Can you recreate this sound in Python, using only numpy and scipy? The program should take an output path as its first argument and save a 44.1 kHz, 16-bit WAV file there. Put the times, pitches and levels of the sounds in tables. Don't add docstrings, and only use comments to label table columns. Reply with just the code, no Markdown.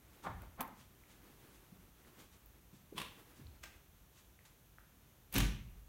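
import sys
import numpy as np
from scipy import signal
from scipy.fft import rfft, irfft
from scipy.io import wavfile

SR = 44100
rng = np.random.default_rng(int(sys.argv[2]) if len(sys.argv) > 2 else 0)


def bounce(signal):
    frames = np.transpose(np.atleast_2d(signal))
    limited = np.clip(frames, -1, 1)
    pcm = np.round(limited * 32767).astype(np.int16)
    wavfile.write(sys.argv[1], SR, pcm)


N = 259308
TIME = np.arange(N) / SR

# time in seconds, level in dB.
HEAVY_HITS = [(5.357, -34), (5.364, -32), (5.382, -30.5), (5.405, -33.5)]
# start in seconds, level in dB.
BOOM_HITS = [(5.346, -26.5)]
# pitch in Hz, gain in dB, seconds to fall 60 dB.
LOW_MODES = [(48.9, 7, 0.47), (67.1, -13, 0.68), (115.4, -3.5, 0.33), (140.5, -29, .5), (174, -17, 0.75),
             (209.7, -15.5, 0.69), (272, -5.5, 0.354), (352, -22, 0.52)]
# time in seconds, level in dB, seconds for the stutter to fall 60 dB.
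SNAP_HITS = [(0.42, -51, .014), (0.6074, -32.5, 0.11), (0.678, -51, 0.007), (5.3266, -38.5, 0.032),
             (5.3406, -31.5, 0.066), (5.384, -26.5, 0.016)]
# time in seconds, level in dB.
HOLLOW_HITS = [(.254, -45.5), (.271, -37.5), (.435, -55), (.603, -44), (.610, -40), (.684, -58)]
PLASTIC_HITS = [(2.980, -37.5), (2.986, -39), (3.001, -41), (3.017, -39)]
TOY_HITS = [(3.639, -47.5)]
# time in seconds, level in dB, centre pitch in Hz.
THUMP_HITS = [(0.304, -46.5, 103), (.358, -48.5, 59), (.423, -63, 62), (0.804, -60.5, 81),
              (1.726, -55.5, 158), (2.737, -54, 168), (2.927, -47.5, 350), (2.951, -50.5, 220),
              (3.395, -56, 200), (3.419, -55, 121), (3.465, -53, 73), (3.576, -59.5, 56), (5.429, -37, 110)]
# time in seconds, level in dB, pitch in Hz.
TICK_HITS = [(1.037, -54.5, 2150), (2.049, -56, 1800), (2.461, -49, 15200), (3.469, -55, 4400),
             (4.391, -55.5, 1920), (4.785, -47, 1350)]
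# peak time in seconds, level in dB, rise in seconds.
SCUFF_STROKES = [(.137, -71.5, 0.0065), (0.243, -59, 0.013), (.812, -64.5, 0.041), (1.12, -66.5, 0.033),
                 (1.559, -68.5, 0.035), (2.206, -61.5, 0.023), (2.34, -68.5, 0.026), (2.76, -69, 0.032),
                 (3.38, -67, 0.03), (4.195, -66, 0.048), (4.454, -62, 0.0028)]
# time in seconds, level in dB.
RUSTLE_LEVELS = [(0, -68), (.9, -70.5), (1.35, -63.5), (1.58, -62.5), (1.8, -71), (2.2, -65), (2.6, -77),
                 (3.3, -63), (3.7, -72), (4.3, -79.5), (5.88, -74)]

# frequency in Hz, relative gain in dB.
HEAVY_TONE = [(100, -12), (330, 5), (500, 1.5), (640, -2), (1150, -0.5), (1400, -2.5), (2700, 1.5),
              (4000, -3.5), (4900, -9), (6100, -3.5), (7500, -10), (10000, -10.5), (11500, -10),
              (16000, -17)]
SNAP_TONE = [(300, -12), (2500, 3.5), (5500, -5.5), (8000, -4), (13000, 8), (16000, 5)]
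HOLLOW_TONE = [(80, -14), (220, -13.5), (530, -7), (720, -4), (900, 0), (1220, -4.5), (1500, -9.5),
               (2150, -14), (2600, -23.5), (3900, -27.5), (5000, -38), (16000, -61)]
PLASTIC_TONE = [(100, -17), (400, -5.5), (800, -8), (1040, 2), (1250, -7.5), (2100, -7), (2600, -5),
                (3450, -2.5), (4800, -16), (7600, -20), (9300, -16), (16000, -23)]
TOY_TONE = [(200, -18), (700, -4), (1000, -9.5), (1500, -3.5), (2450, -3), (4500, -13.5), (7000, -11.5),
            (10000, -20), (16000, -17)]
SCUFF_TONE = [(150, -8), (1000, 2), (3500, 1), (5000, -2.5), (6500, 0), (10000, -5), (16000, -17)]
RUSTLE_TONE = [(40, -6.5), (150, -0.5), (350, 1), (600, -9), (1100, -9), (2500, -13.5), (6000, -22),
               (16000, -19)]
# frequency in Hz, relative gain in dB.
ROOM_TONE = [(15, -30.5), (30, -14.5), (47, 7.5), (70, 0.5), (170, -6), (300, -14), (600, -18),
             (1300, -20.5), (2000, -23.5), (3600, -24), (4950, -30.5), (6100, -24), (7700, -28.5),
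             (10500, -27), (12500, -22), (16000, -25.5)]
# frequency in Hz, seconds to fall 60 dB.
REVERB_TIMES = [(50, 1), (200, 0.58), (500, 0.39), (2500, 0.51), (6000, 0.42), (11000, 0.31), (16000, 0.35)]


def heavy_bangs():
    hits = bumps(HEAVY_HITS, rise_s=0.0021, fall_s=0.04, chatter_db=-11.5, lead_s=0.022, settle_s=0.29)
    body = shake(HEAVY_HITS, gain_db=-10, hz=145, octaves=0.74, rise_s=0.015, fall_s=0.28)
    rumble = shake(HEAVY_HITS, gain_db=-23.5, hz=46, octaves=0.4, rise_s=0.03, fall_s=3.2)
    rattle = colour(contacts(hits, grain_db=7.5), HEAVY_TONE)
    return room(rattle + body, wet_db=-6) + rumble


def room_boom(build_cycles=3.95):
    out, t = np.zeros(N), TIME[:SR]
    ring = np.zeros(SR)
    for hz, db, t60 in LOW_MODES:
        build = 1 - np.exp(-(hz * t / build_cycles) ** 2)
        ring += amp(db - 60 * t / t60) * build * np.sin(2 * np.pi * hz * t)
    for start, db in BOOM_HITS:
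        add(out, start, amp(db) * np.sqrt(2) * ring)
    return out


def snaps(catches=5, first_gap_s=0.0017, gap_growth=1.8, rise_s=0.0003, click_s=0.01, fizz_db=-20):
    gaps = first_gap_s * gap_growth ** np.arange(catches - 1)
    delays = np.append(0, np.cumsum(gaps))
    clicks = [(at + delay, db - 60 * delay / fall, rise_s, click_s)
              for at, db, fall in SNAP_HITS for delay in delays]
    fizz = [(at, db + fizz_db, rise_s, 2 * fall) for at, db, fall in SNAP_HITS]
    return room(colour(contacts(clicks + fizz, grain_db=-3), SNAP_TONE), wet_db=-25.5)


def hollow_knocks():
    hits = bumps(HOLLOW_HITS, rise_s=0.0031, fall_s=0.024, chatter_db=-6, lead_s=0.018, settle_s=0.13)
    body = shake(HOLLOW_HITS, gain_db=-12, hz=211, octaves=0.38, rise_s=0.021, fall_s=0.23)
    knock = colour(contacts(hits, grain_db=1), HOLLOW_TONE)
    return room(knock + body, wet_db=-5.5)


def plastic_clacks():
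    hits = bumps(PLASTIC_HITS, rise_s=0.00074, fall_s=0.033,
                 chatter_db=-12.5, lead_s=0.016, settle_s=0.32)
    body = shake(PLASTIC_HITS, gain_db=-16.5, hz=168, octaves=0.43, rise_s=0.0054, fall_s=0.076)
    clack = colour(contacts(hits, grain_db=5.5), PLASTIC_TONE)
    return room(clack + body, wet_db=-10)


def toy_nudge():
    hits = bumps(TOY_HITS, rise_s=0.0038, fall_s=0.03, chatter_db=-5.5, lead_s=0.008, settle_s=0.17)
    return room(colour(contacts(hits, grain_db=7), TOY_TONE), wet_db=-5.5)


def thumps(rise_cycles=1.23, fall_cycles=20):
    rows = [(at, db, rise_cycles / hz, fall_cycles / hz, hz) for at, db, hz in THUMP_HITS]
    return room(pitched_bursts(rows, octaves=0.49), wet_db=-8.5)


def ticks(rise_s=0.00028, fall_s=0.0065):
    rows = [(at, db, rise_s, fall_s, hz) for at, db, hz in TICK_HITS]
    return room(pitched_bursts(rows, octaves=0.21), wet_db=-5)


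def scuffs_and_rustle(fall_s=0.18, flutter_db=2.5, flutter_s=0.04):
    strokes = [(at, db, rise, fall_s) for at, db, rise in SCUFF_STROKES]
    scuffs = colour(contacts(strokes, grain_db=2), SCUFF_TONE)
    knots = np.arange(0, N / SR + flutter_s, flutter_s)
    flutter = flutter_db * np.interp(TIME, knots, rng.standard_normal(len(knots)))
    fader_db = np.interp(TIME, *np.transpose(RUSTLE_LEVELS))
    rustle = amp(fader_db + flutter) * colour(rng.standard_normal(N), RUSTLE_TONE)
    return room(scuffs, wet_db=-8) + rustle


def still_room(level_db=-64.5):
    return amp(level_db) * colour(rng.standard_normal(N), ROOM_TONE, size=16384)


def room(direct, wet_db, size=256, onset_s=0.015):
    reflections = rng.standard_normal(SR) * (rng.random(SR) < 0.1)
    hz, t, spectra = signal.stft(reflections, SR, nperseg=size)
    decay = amp(-60 * t / read(REVERB_TIMES, hz)[:, None])
    tail = signal.istft(spectra * decay, SR, nperseg=size)[1][:SR]
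    tail *= 1 - np.exp(-(TIME[:SR] / onset_s) ** 2)
    return direct + amp(wet_db) * signal.oaconvolve(direct, tail / np.linalg.norm(tail))[:N]


def bumps(hits, rise_s, fall_s, chatter_db, lead_s, settle_s):
    strikes = [(at, db, rise_s, fall_s) for at, db in hits]
    chatter = [(at, db + chatter_db, lead_s, settle_s) for at, db in hits]
    return strikes + chatter


def contacts(rows, grain_db):
    power = np.zeros(N)
    t = np.arange(SR // 2) / SR - 0.1
    for at, db, rise, fall in rows:
        add(power, at + t[0], (amp(db) * swell(t, rise, fall)) ** 2)
    slips = rng.choice([-1., 1.], N) * amp(grain_db * np.clip(rng.standard_normal(N), -2, 2))
    return np.sqrt(power) * unit(slips)


def shake(hits, gain_db, hz, octaves, rise_s, fall_s):
    return pitched_bursts([(at, db + gain_db, rise_s, fall_s, hz) for at, db in hits], octaves)


def pitched_bursts(rows, octaves):
    out, t = np.zeros(N), np.arange(SR) / SR - 0.15
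    for at, db, rise, fall, hz in rows:
        add(out, at + t[0], amp(db) * swell(t, rise, fall) * band(hz, octaves, size=len(t)))
    return out


def swell(t, rise_s, fall_s):
    return np.where(t < 0, np.exp(-(t / rise_s) ** 2), amp(-60 * np.maximum(t, 0) / fall_s))


def band(hz, octaves, size):
    freqs = np.fft.rfftfreq(size, 1 / SR) + 1
    bell = np.exp(-0.5 * (np.log2(freqs / hz) / octaves) ** 2)
    noise = signal.hilbert(irfft(rfft(rng.standard_normal(size)) * bell, size))
    power = abs(noise) ** 2
    return unit(noise.real / np.sqrt(power + np.mean(power) / 2))


def colour(x, tone, size=4096):
    log_gain = np.log(amp(read(tone, abs(np.fft.fftfreq(size, 1 / SR)))))
    response = np.exp(np.conj(signal.hilbert(log_gain)))
    ring = np.fft.ifft(response).real[:size // 2]
    return signal.oaconvolve(x, ring / np.linalg.norm(ring))[:N]


def read(points, hz):
    freqs, values = np.transpose(points)
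    return np.interp(np.log(hz + 1), np.log(freqs + 1), values)


def add(mix, start_s, sound):
    part = mix[max(round(start_s * SR), 0):][:len(sound)]
    part += sound[:len(part)]


def amp(db):
    return 10 ** (np.asarray(db) / 20)


def unit(x):
    return x / np.sqrt(np.mean(x ** 2) + 1e-20)


def scene():
    bumped = hollow_knocks() + plastic_clacks() + toy_nudge() + heavy_bangs()
    return (bumped + snaps() + thumps() + room_boom() + ticks() + scuffs_and_rustle() + still_room())[None]


def record(dry, cutoff_hz=15950):
    low_pass = signal.firwin(511, cutoff_hz, window=("kaiser", 9), fs=SR)
    return signal.oaconvolve(dry, low_pass[None], "same")


dry = scene()
out = record(dry)
bounce(out)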